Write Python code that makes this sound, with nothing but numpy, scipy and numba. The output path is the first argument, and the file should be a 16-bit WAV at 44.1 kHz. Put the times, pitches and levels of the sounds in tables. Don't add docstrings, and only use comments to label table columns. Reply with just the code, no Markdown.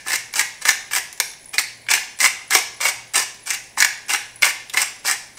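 import sys
import numpy as np
from scipy import signal
from scipy.fft import rfft, irfft
from scipy.io import wavfile
from scipy.ndimage import uniform_filter1d
from numba import njit

SR = 44100
rng = np.random.default_rng(int(sys.argv[2]) if len(sys.argv) > 2 else 0)


def invert_db(level):
    return 10 ** (np.asarray(level, dtype=float) / 20)


def materialize(psi):
    bounded = np.clip(np.atleast_2d(psi).T, -1, 1)
    quanta = np.round(bounded * 32767).astype(np.int16)
    wavfile.write(sys.argv[1], SR, quanta)


N = 237258
LEAD = int(.4 * SR)
TIME_S = (np.arange(LEAD + N) - LEAD) / SR

# (start [s], length [s], level at start [dB], level at end [dB],
# top octave against the rest [dB])
STROKES = [(.062, 0.092, -33, -21.5, -14), (.34, 0.068, -30.5, -17, -16), (.62, 0.0085, -31, -34, -18),
           (.654, 0.057, -20, -26, -16), (.916, 0.063, -28, -21, -11), (1.54, 0.018, -28, -37, -14),
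           (1.588, 0.024, -16.5, -38, -13), (1.895, 0.068, -21.5, -21.5, -22),
           (2.205, 0.064, -19, -19, -16), (2.51, 0.077, -23, -20, -14), (2.811, .083, -24.5, -22.5, -16),
           (3.148, 0.078, -18.5, -22.5, -17.5), (3.468, 0.082, -26.5, -28, -18),
           (3.78, 0.069, -22.5, -20.5, -16), (4.093, 0.058, -24, -20, -16), (4.424, 0.076, -22, -23, -13),
           (4.74, 0.013, -25, -32.5, -18), (4.772, 0.054, -18.5, -18.5, -14.5),
           (5.053, 0.083, -18, -25.5, -18), (5.378, .05, -37, -28, -18)]
# (time [s], peak [dB], ring [Hz], snap against peak [dB], snap [Hz])
SPLITS = [(0.1067, -13.5, 1730, -5, 7860), (0.1404, -12, 1800, -13, 6500), (.1588, -14.5, 1780, 9, 5700),
          (.394, -2.5, 1880, 6, 5530), (0.6908, -1, 1740, 5, 5500), (0.7053, -12, 1600, 8.5, 6200),
          (.9514, -12, 1850, 5.5, 8600), (1.5819, -3.5, 1840, 1.5, 4430), (1.9374, 2, 2524, 1.7, 7310),
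          (1.95, -15, 2040, 13, 5370), (1.9762, -13, 1980, -16, 5650), (2.259, 0.5, 1970, -5, 5300),
          (2.5219, -5, 1860, -15, 6150), (2.5508, 3.5, 2080, 3.5, 6160), (3.5051, -10.5, 1860, 9, 5670),
          (3.5462, -22, 1860, 10.5, 5500), (3.8034, -10, 1680, 14, 5800), (3.8237, 0, 1690, 1, 5250),
          (3.8469, -8, 1680, 2.5, 6260), (4.147, -3, 1710, -5.5, 5730), (4.4304, 2.2, 2050, -9, 8000),
          (4.8174, -8, 1930, 8, 7800), (5.0749, -22, 1810, 18.5, 5440), (5.1126, -13.5, 1770, 11, 8100)]


@njit
def svf(x, hz, width):
    y, band_state, low_state = np.empty(len(x)), 0., 0.
    for i in range(len(x)):
        g, k = np.tan(np.pi * hz[i] / SR), width / hz[i]
        v = (band_state + g * (x[i] - low_state)) / (1 + g * (g + k))
        band_state = 2 * v - band_state
        low_state += 2 * g * v
        y[i] = k * v
    return y


def band(x, hz, width_hz):
    return svf(x, np.full(len(x), 1. 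* hz), 1. * width_hz)


def click_gain(width_hz):
    return SR / (2 * np.pi * width_hz)


def modes(x, table):
    out = 0
    for k, (hz, width_hz, db) in enumerate(table):
        out = out + (-1) ** k * invert_db(db) * band(x, hz, width_hz) * click_gain(width_hz)
    return out


def unit(x):
    return x / np.sqrt(np.mean(x ** 2))


def bumps(t, at_s, db, lasting_s):
    return sum(invert_db(d) * np.exp(-((t - s) / w) ** 2) for s, d, w in np.broadcast(at_s, db, lasting_s))


def sparse(per_s, spread_db, most):
    chance = rng.random((3, LEAD + N))
    sizes = invert_db(spread_db * np.minimum(-np.log(1 - chance[1]), most))
    signs = np.sign(chance[2] - .5)
    return unit((chance[0] < per_s / SR) * sizes * signs)


def fracture(times, db, last_s, rip_db, size=512):
    t = np.arange(size) / SR
    rips = rng.standard_normal((len(times), size)) * np.exp(-t / last_s)
    rips *= invert_db(rip_db) / np.sqrt(np.sum(rips ** 2, axis=1, keepdims=True))
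    rips[:, 0] = np.sign(rips[:, 0])
    starts = LEAD + np.round(np.asarray(times) * SR).astype(int)
    at = starts[:, None] + np.arange(size)
    out = np.zeros((np.shape(db)[0], LEAD + N + size))
    for row, gain in zip(out, invert_db(db)):
        np.add.at(row, at, rips * gain[:, None])
    return out[:, :LEAD + N]


def room_hiss():
    # (frequency [Hz], density [dB per Hz])
    hiss_colour = [(15, 4), (25, 4), (153, 5.5), (1040, 3), (1260, -12), (2160, 8), (2840, -4.5),
                   (5880, -5), (9320, -5), (10100, -12), (16000, -15)]
    corner_hz, corner_db = np.transpose(hiss_colour)
    hz = np.maximum(np.arange(N // 2 + 1) * SR / N, 1)
    colour = invert_db(np.interp(np.log(hz), np.log(corner_hz), corner_db))
    hiss = irfft(rfft(rng.standard_normal(N)) * colour, N)
    return invert_db(-50.5) * unit(hiss)


def appliance_hum():
    # (time [s], level [dB], lasting [s])
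    swells = [
        (.25, -70, 0.18),
        (.95, -69, 0.056),
        (1.8, -59.5, 0.15),
        (3.01, -50, 0.067),
        (3.22, -62, 0.095),
        (3.8, -64, .15),
        (4.42, -54, 0.098),
        (4.77, -66, 0.033),
        (5.3, -78, 0.17),
    ]
    hum_hz, width_hz, steady_db = 115.7, 4.1, -66
    t = np.arange(N) / SR
    waver = unit(band(rng.standard_normal(N), hum_hz, width_hz))
    hum = np.sin(2 * np.pi * hum_hz * t) + .5 * waver
    return (invert_db(steady_db) + bumps(t, *np.transpose(swells))) * unit(hum)


def response():
    # (centre [Hz], pan and hob t60 [s], their level [dB], walls t60 [s], their level [dB])
    echo_bands = [(407, 0.066, 8, 0.64, -4), (626, 0.18, -38, 0.5, -5), (1480, 0.48, -26, 0.7, -17.5),
                  (2460, 0.067, -4.5, 0.44, -5.5), (3330, 0.031, -1, 0.62, -9),
                  (5860, 0.044, -40, 0.49, -9), (10020, 0.032, -3.5, 0.3, -7.5),
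                  (12300, 0.013, -74.5, 0.29, -12)]
    # (delay [s], level [dB])
    hard_returns = [
        (.0011, -9),
        (.0041, -8.5),
        (.0095, -16),
    ]
    t = np.arange(int(.7 * SR)) / SR
    out = np.zeros(len(t))
    for hz, near_s, near_db, wall_s, wall_db in echo_bands:
        for t60, db, after_s in ((near_s, near_db, .001), (wall_s, wall_db, .008)):
            noise = band(band(rng.standard_normal(len(t)), hz, .8 * hz), hz, .8 * hz)
            onset = np.clip(t / after_s - 1, 0, 1)
            fade = 1000 ** (-t / t60) * onset / np.sqrt(t60 * SR / np.log(1e6))
            out += invert_db(db) * noise * fade * 2
    out[0] = 1
    for delay_s, db in hard_returns:
        out[int(delay_s * SR * rng.uniform(.93, 1.07))] += invert_db(db) * rng.choice([-1, 1])
    return out


def kitchen(x, count=4):
    turn = np.arange(len(x)) / SR / .13 % count
    out = 0
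    for k in range(count):
        distance = np.abs((turn - k + count / 2) % count - count / 2)
        share = np.cos(np.pi / 2 * np.clip(distance, 0, 1))
        out = out + signal.fftconvolve(x * share, response())[:len(x)]
    return out


def glass(shaking):
    # (time [s], peak [dB])
    loose_ticks = [(.328, -24), (.377, -19), (.6584, -14), (.85, -40), (.9403, -19), (1.128, -24.5),
                   (1.2575, -19), (1.278, -23), (1.296, -20.5), (1.4277, -31), (1.4583, -23), (1.492, -23),
                   (1.5459, -23), (2.176, -29), (2.2468, -26), (2.4463, -36), (2.4774, -27), (3.122, -43),
                   (3.4101, -39), (3.6396, -30), (4.0956, -23), (4.359, -21), (4.4643, -21), (4.6957, -34),
                   (4.8035, -20), (5.354, -32)]
    # (frequency [Hz], width [Hz], level [dB])
    jar_ring = [(10030, 196, -4.5)]
    thrown = [(s, db - 19) for s, db, *_ in SPLITS]
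    tick_s, tick_db = np.transpose(list(loose_ticks) + thrown)
    ticks = fracture(tick_s, tick_db[None], last_s=0.0027, rip_db=-18.0)[0]
    tilt_s = np.transpose(STROKES)[0] - 0.017
    tilting = invert_db(-53) + bumps(TIME_S, tilt_s, -61.5, 0.042)
    rolling = tilting * invert_db(-14.5) * sparse(per_s=300, spread_db=8.5, most=2.6)
    taps = ticks + rolling + invert_db(-57) * shaking
    return band(modes(taps, jar_ring), jar_ring[0][0], 1400)


def wrist(t):
    grip_s, grip_db, arch_db, let_go_s, let_go_db = 0.012, -18, 3, .012, -10.5
    force = invert_db(-14) * ((t > -0.189 - .1) & (t < -0.189))
    for s, length, first, last, _ in STROKES:
        at = s + np.array([-grip_s, 0, length / 2, length, length + let_go_s])
        db = [first + grip_db, first, (first + last) / 2 + arch_db, last, last + let_go_db]
        force = force + invert_db(np.interp(t, at, db, left=-200, right=-200))
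    return uniform_filter1d(force, int(0.0018 * SR))


def crushing(per_s=2500, spread_db=3.5, rub_db=-8, slips_per_s=150, slip_s=0.003, steady=1.0):
    crackle_db = (-12.5, -9, 0.5, 1.5)
    slips = np.abs(sparse(slips_per_s, spread_db=3, most=2))
    dying = signal.lfilter([1], [1, -np.exp(-1 / (slip_s * SR))], slips)
    bursts = unit(steady + unit(dying))
    grit = sparse(per_s, spread_db, most=3.23) + invert_db(rub_db) * rng.standard_normal(LEAD + N)
    grit = 0.24 * wrist(TIME_S) * bursts * grit
    start_s, *_, top_db = np.transpose(STROKES)
    airy = invert_db(np.interp(TIME_S, start_s, top_db))
    return invert_db(np.array(crackle_db))[:, None] * np.array([grit, grit, grit, grit * airy])


def cracks_in_order():
    # (time [s], peak [dB], ring
    # [Hz], knock against peak [dB], snap against peak [dB])
    bites = [(0.0635, -30, 1690, 6.5, -6), (.3384, -16, 1990, -6, 5.5), (0.6529, -4, 1750, -4.5, 0),
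             (0.9112, -14.5, 1890, -6, -5), (1.201, -3, 2110, -10, 0), (1.5351, -17.5, 2490, -8, -8),
             (1.8869, -9.5, 2600, -17, -9), (1.914, -2.5, 2060, -8.5, 5.5), (2.2033, -6.5, 1960, -14, 6),
             (2.5078, -12, 1750, -3.5, 8.5), (2.5513, -4.5, 2075, -0.5, -15), (2.8042, -16, 2470, -2, -8),
             (2.8271, -11.5, 2030, -5.5, -6), (2.8533, -6, 1976, -4, -12), (3.1462, -10, 1840, -15, -15),
             (3.1961, -19, 2300, -1, 7), (3.774, -18, 1790, 4.5, -9), (4.095, -16, 2770, -1.5, 2),
             (4.107, -12, 2030, -7.5, -11), (4.4226, -6.5, 2630, -6.5, 7), (4.4635, -13.5, 1760, 3.5, 6),
             (4.745, -16, 1990, 0, -9), (4.772, -1, 1980, -12, -4), (5.0488, -22, 2200, 8, -7)]
    # (time [s], peak [dB], snap against peak [dB], snap [Hz])
    chips = [(0.0833, -11, 0, 8600), (0.359, -31, -6, 4390), (.6174, -20, -9, 8260),
             (.9338, -9.5, 0.5, 8600), (1.1278, -27.5, 9.5, 7040), (1.177, -30.5, 5, 7400),
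             (1.2006, -16.5, 20, 6700), (1.3147, -35, 9, 6340), (1.335, -27, -3, 6400),
             (1.444, -53.5, 25, 7200), (1.457, -50, 8.5, 7060), (1.4854, -50, 15, 9100),
             (1.5902, -22.5, 16.5, 8500), (1.615, -35, 23, 7740), (1.866, -28.5, -5, 4900),
             (2.189, -20.5, 4, 8250), (2.2734, -30, 20.5, 8300), (2.548, -13, 9, 7360),
             (2.8928, -34, 3, 5170), (3.1368, -26, 10, 8100), (3.1564, -7, -0.5, 8300),
             (3.3438, -36, 8, 5280), (3.47, -26, 7, 8160), (4.3584, -42, 9, 9200), (2.8528, -11, 5, 5740),
             (4.4444, -3.5, 3, 5400), (4.4534, -15, 10, 8700), (4.6973, -28.5, 11.5, 3400),
             (5.0648, -25, 18, 4730), (5.3714, -30, -9, 7390)]
    split_knock_db, chip_knock_db = -15.5, -11
    chip_ring_hz, bite_snap_hz = 2165, 5500
    rows = [(*bite, bite_snap_hz) for bite in bites]
    rows += [(s, db, hz, split_knock_db, snap_db, snap_hz) for s, db, hz, snap_db, snap_hz in SPLITS]
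    rows += [(s, db, chip_ring_hz, chip_knock_db, snap_db, snap_hz) for s, db, snap_db, snap_hz in chips]
    return np.transpose(sorted(rows))


def mill(knock, shell, snap, air, ring_hz):
    # (frequency [Hz], width [Hz], level [dB])
    knock_modes = [(280, 350, -19.5), (800, 170, -8), (1000, 180, -2), (1170, 220, -2)]
    shell_modes = [(1690, 196, -2.5), (2228, 534, 4), (2803, 308, -3), (3640, 1020, -1.5)]
    snap_modes = [(4670, 610, -4.5), (5255, 1370, 2.5), (6474, 1276, 3), (7025, 940, 0.5),
                  (8450, 1770, 1.5)]
    air_modes = [(11280, 3100, 1.4), (13360, 1560, 6.1), (14730, 1200, 4)]
    ring_width_hz = 128.
    ring = invert_db(-5.5) * svf(shell, ring_hz, ring_width_hz) * click_gain(ring_width_hz)
    body = modes(knock, knock_modes) + modes(shell, shell_modes)
    return body + ring + modes(snap, snap_modes) + modes(air, air_modes)


def grinder():
    crack_db = (-3.5, -7.5, 1, -16.5)
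    s, db, ring_hz, knock_db, snap_db, snap_hz = cracks_in_order()
    parts_db = db + np.array([knock_db, 0 * db, snap_db, snap_db]) + np.array(crack_db)[:, None]
    cracks = fracture(s, parts_db, last_s=0.0041, rip_db=-1.5)
    latest = np.maximum(np.searchsorted(s, TIME_S + 0.0027) - 1, 0)
    snap_width_hz = 1260.
    snap = svf(cracks[2], snap_hz[latest], snap_width_hz)
    snap = svf(snap, snap_hz[latest], 2 * snap_width_hz)
    cracks[2] *= invert_db(-7)
    drive = crushing() + cracks
    return mill(*drive, ring_hz[latest]) + invert_db(14) * snap + glass(drive[2])


def scene():
    background = room_hiss() + appliance_hum()
    return (background + kitchen(grinder())[LEAD:])[None]


def band_limit(x):
    return signal.sosfilt(signal.butter(12, 16250, fs=SR, output="sos"), x)


def record(dry):
    top_cut = signal.ellip(10, .2, 60, 15720, fs=SR, output="sos")
    cut = signal.sosfilt(top_cut, dry)
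    over = cut - np.clip(cut, -1, 1)
    no_thump = signal.butter(1, 200, "high", fs=SR, output="sos")
    shaved = cut - signal.sosfiltfilt(no_thump, over)
    mix = np.clip(shaved, -1, 1)
    return band_limit(mix)


dry = scene()
out = record(dry)
materialize(out)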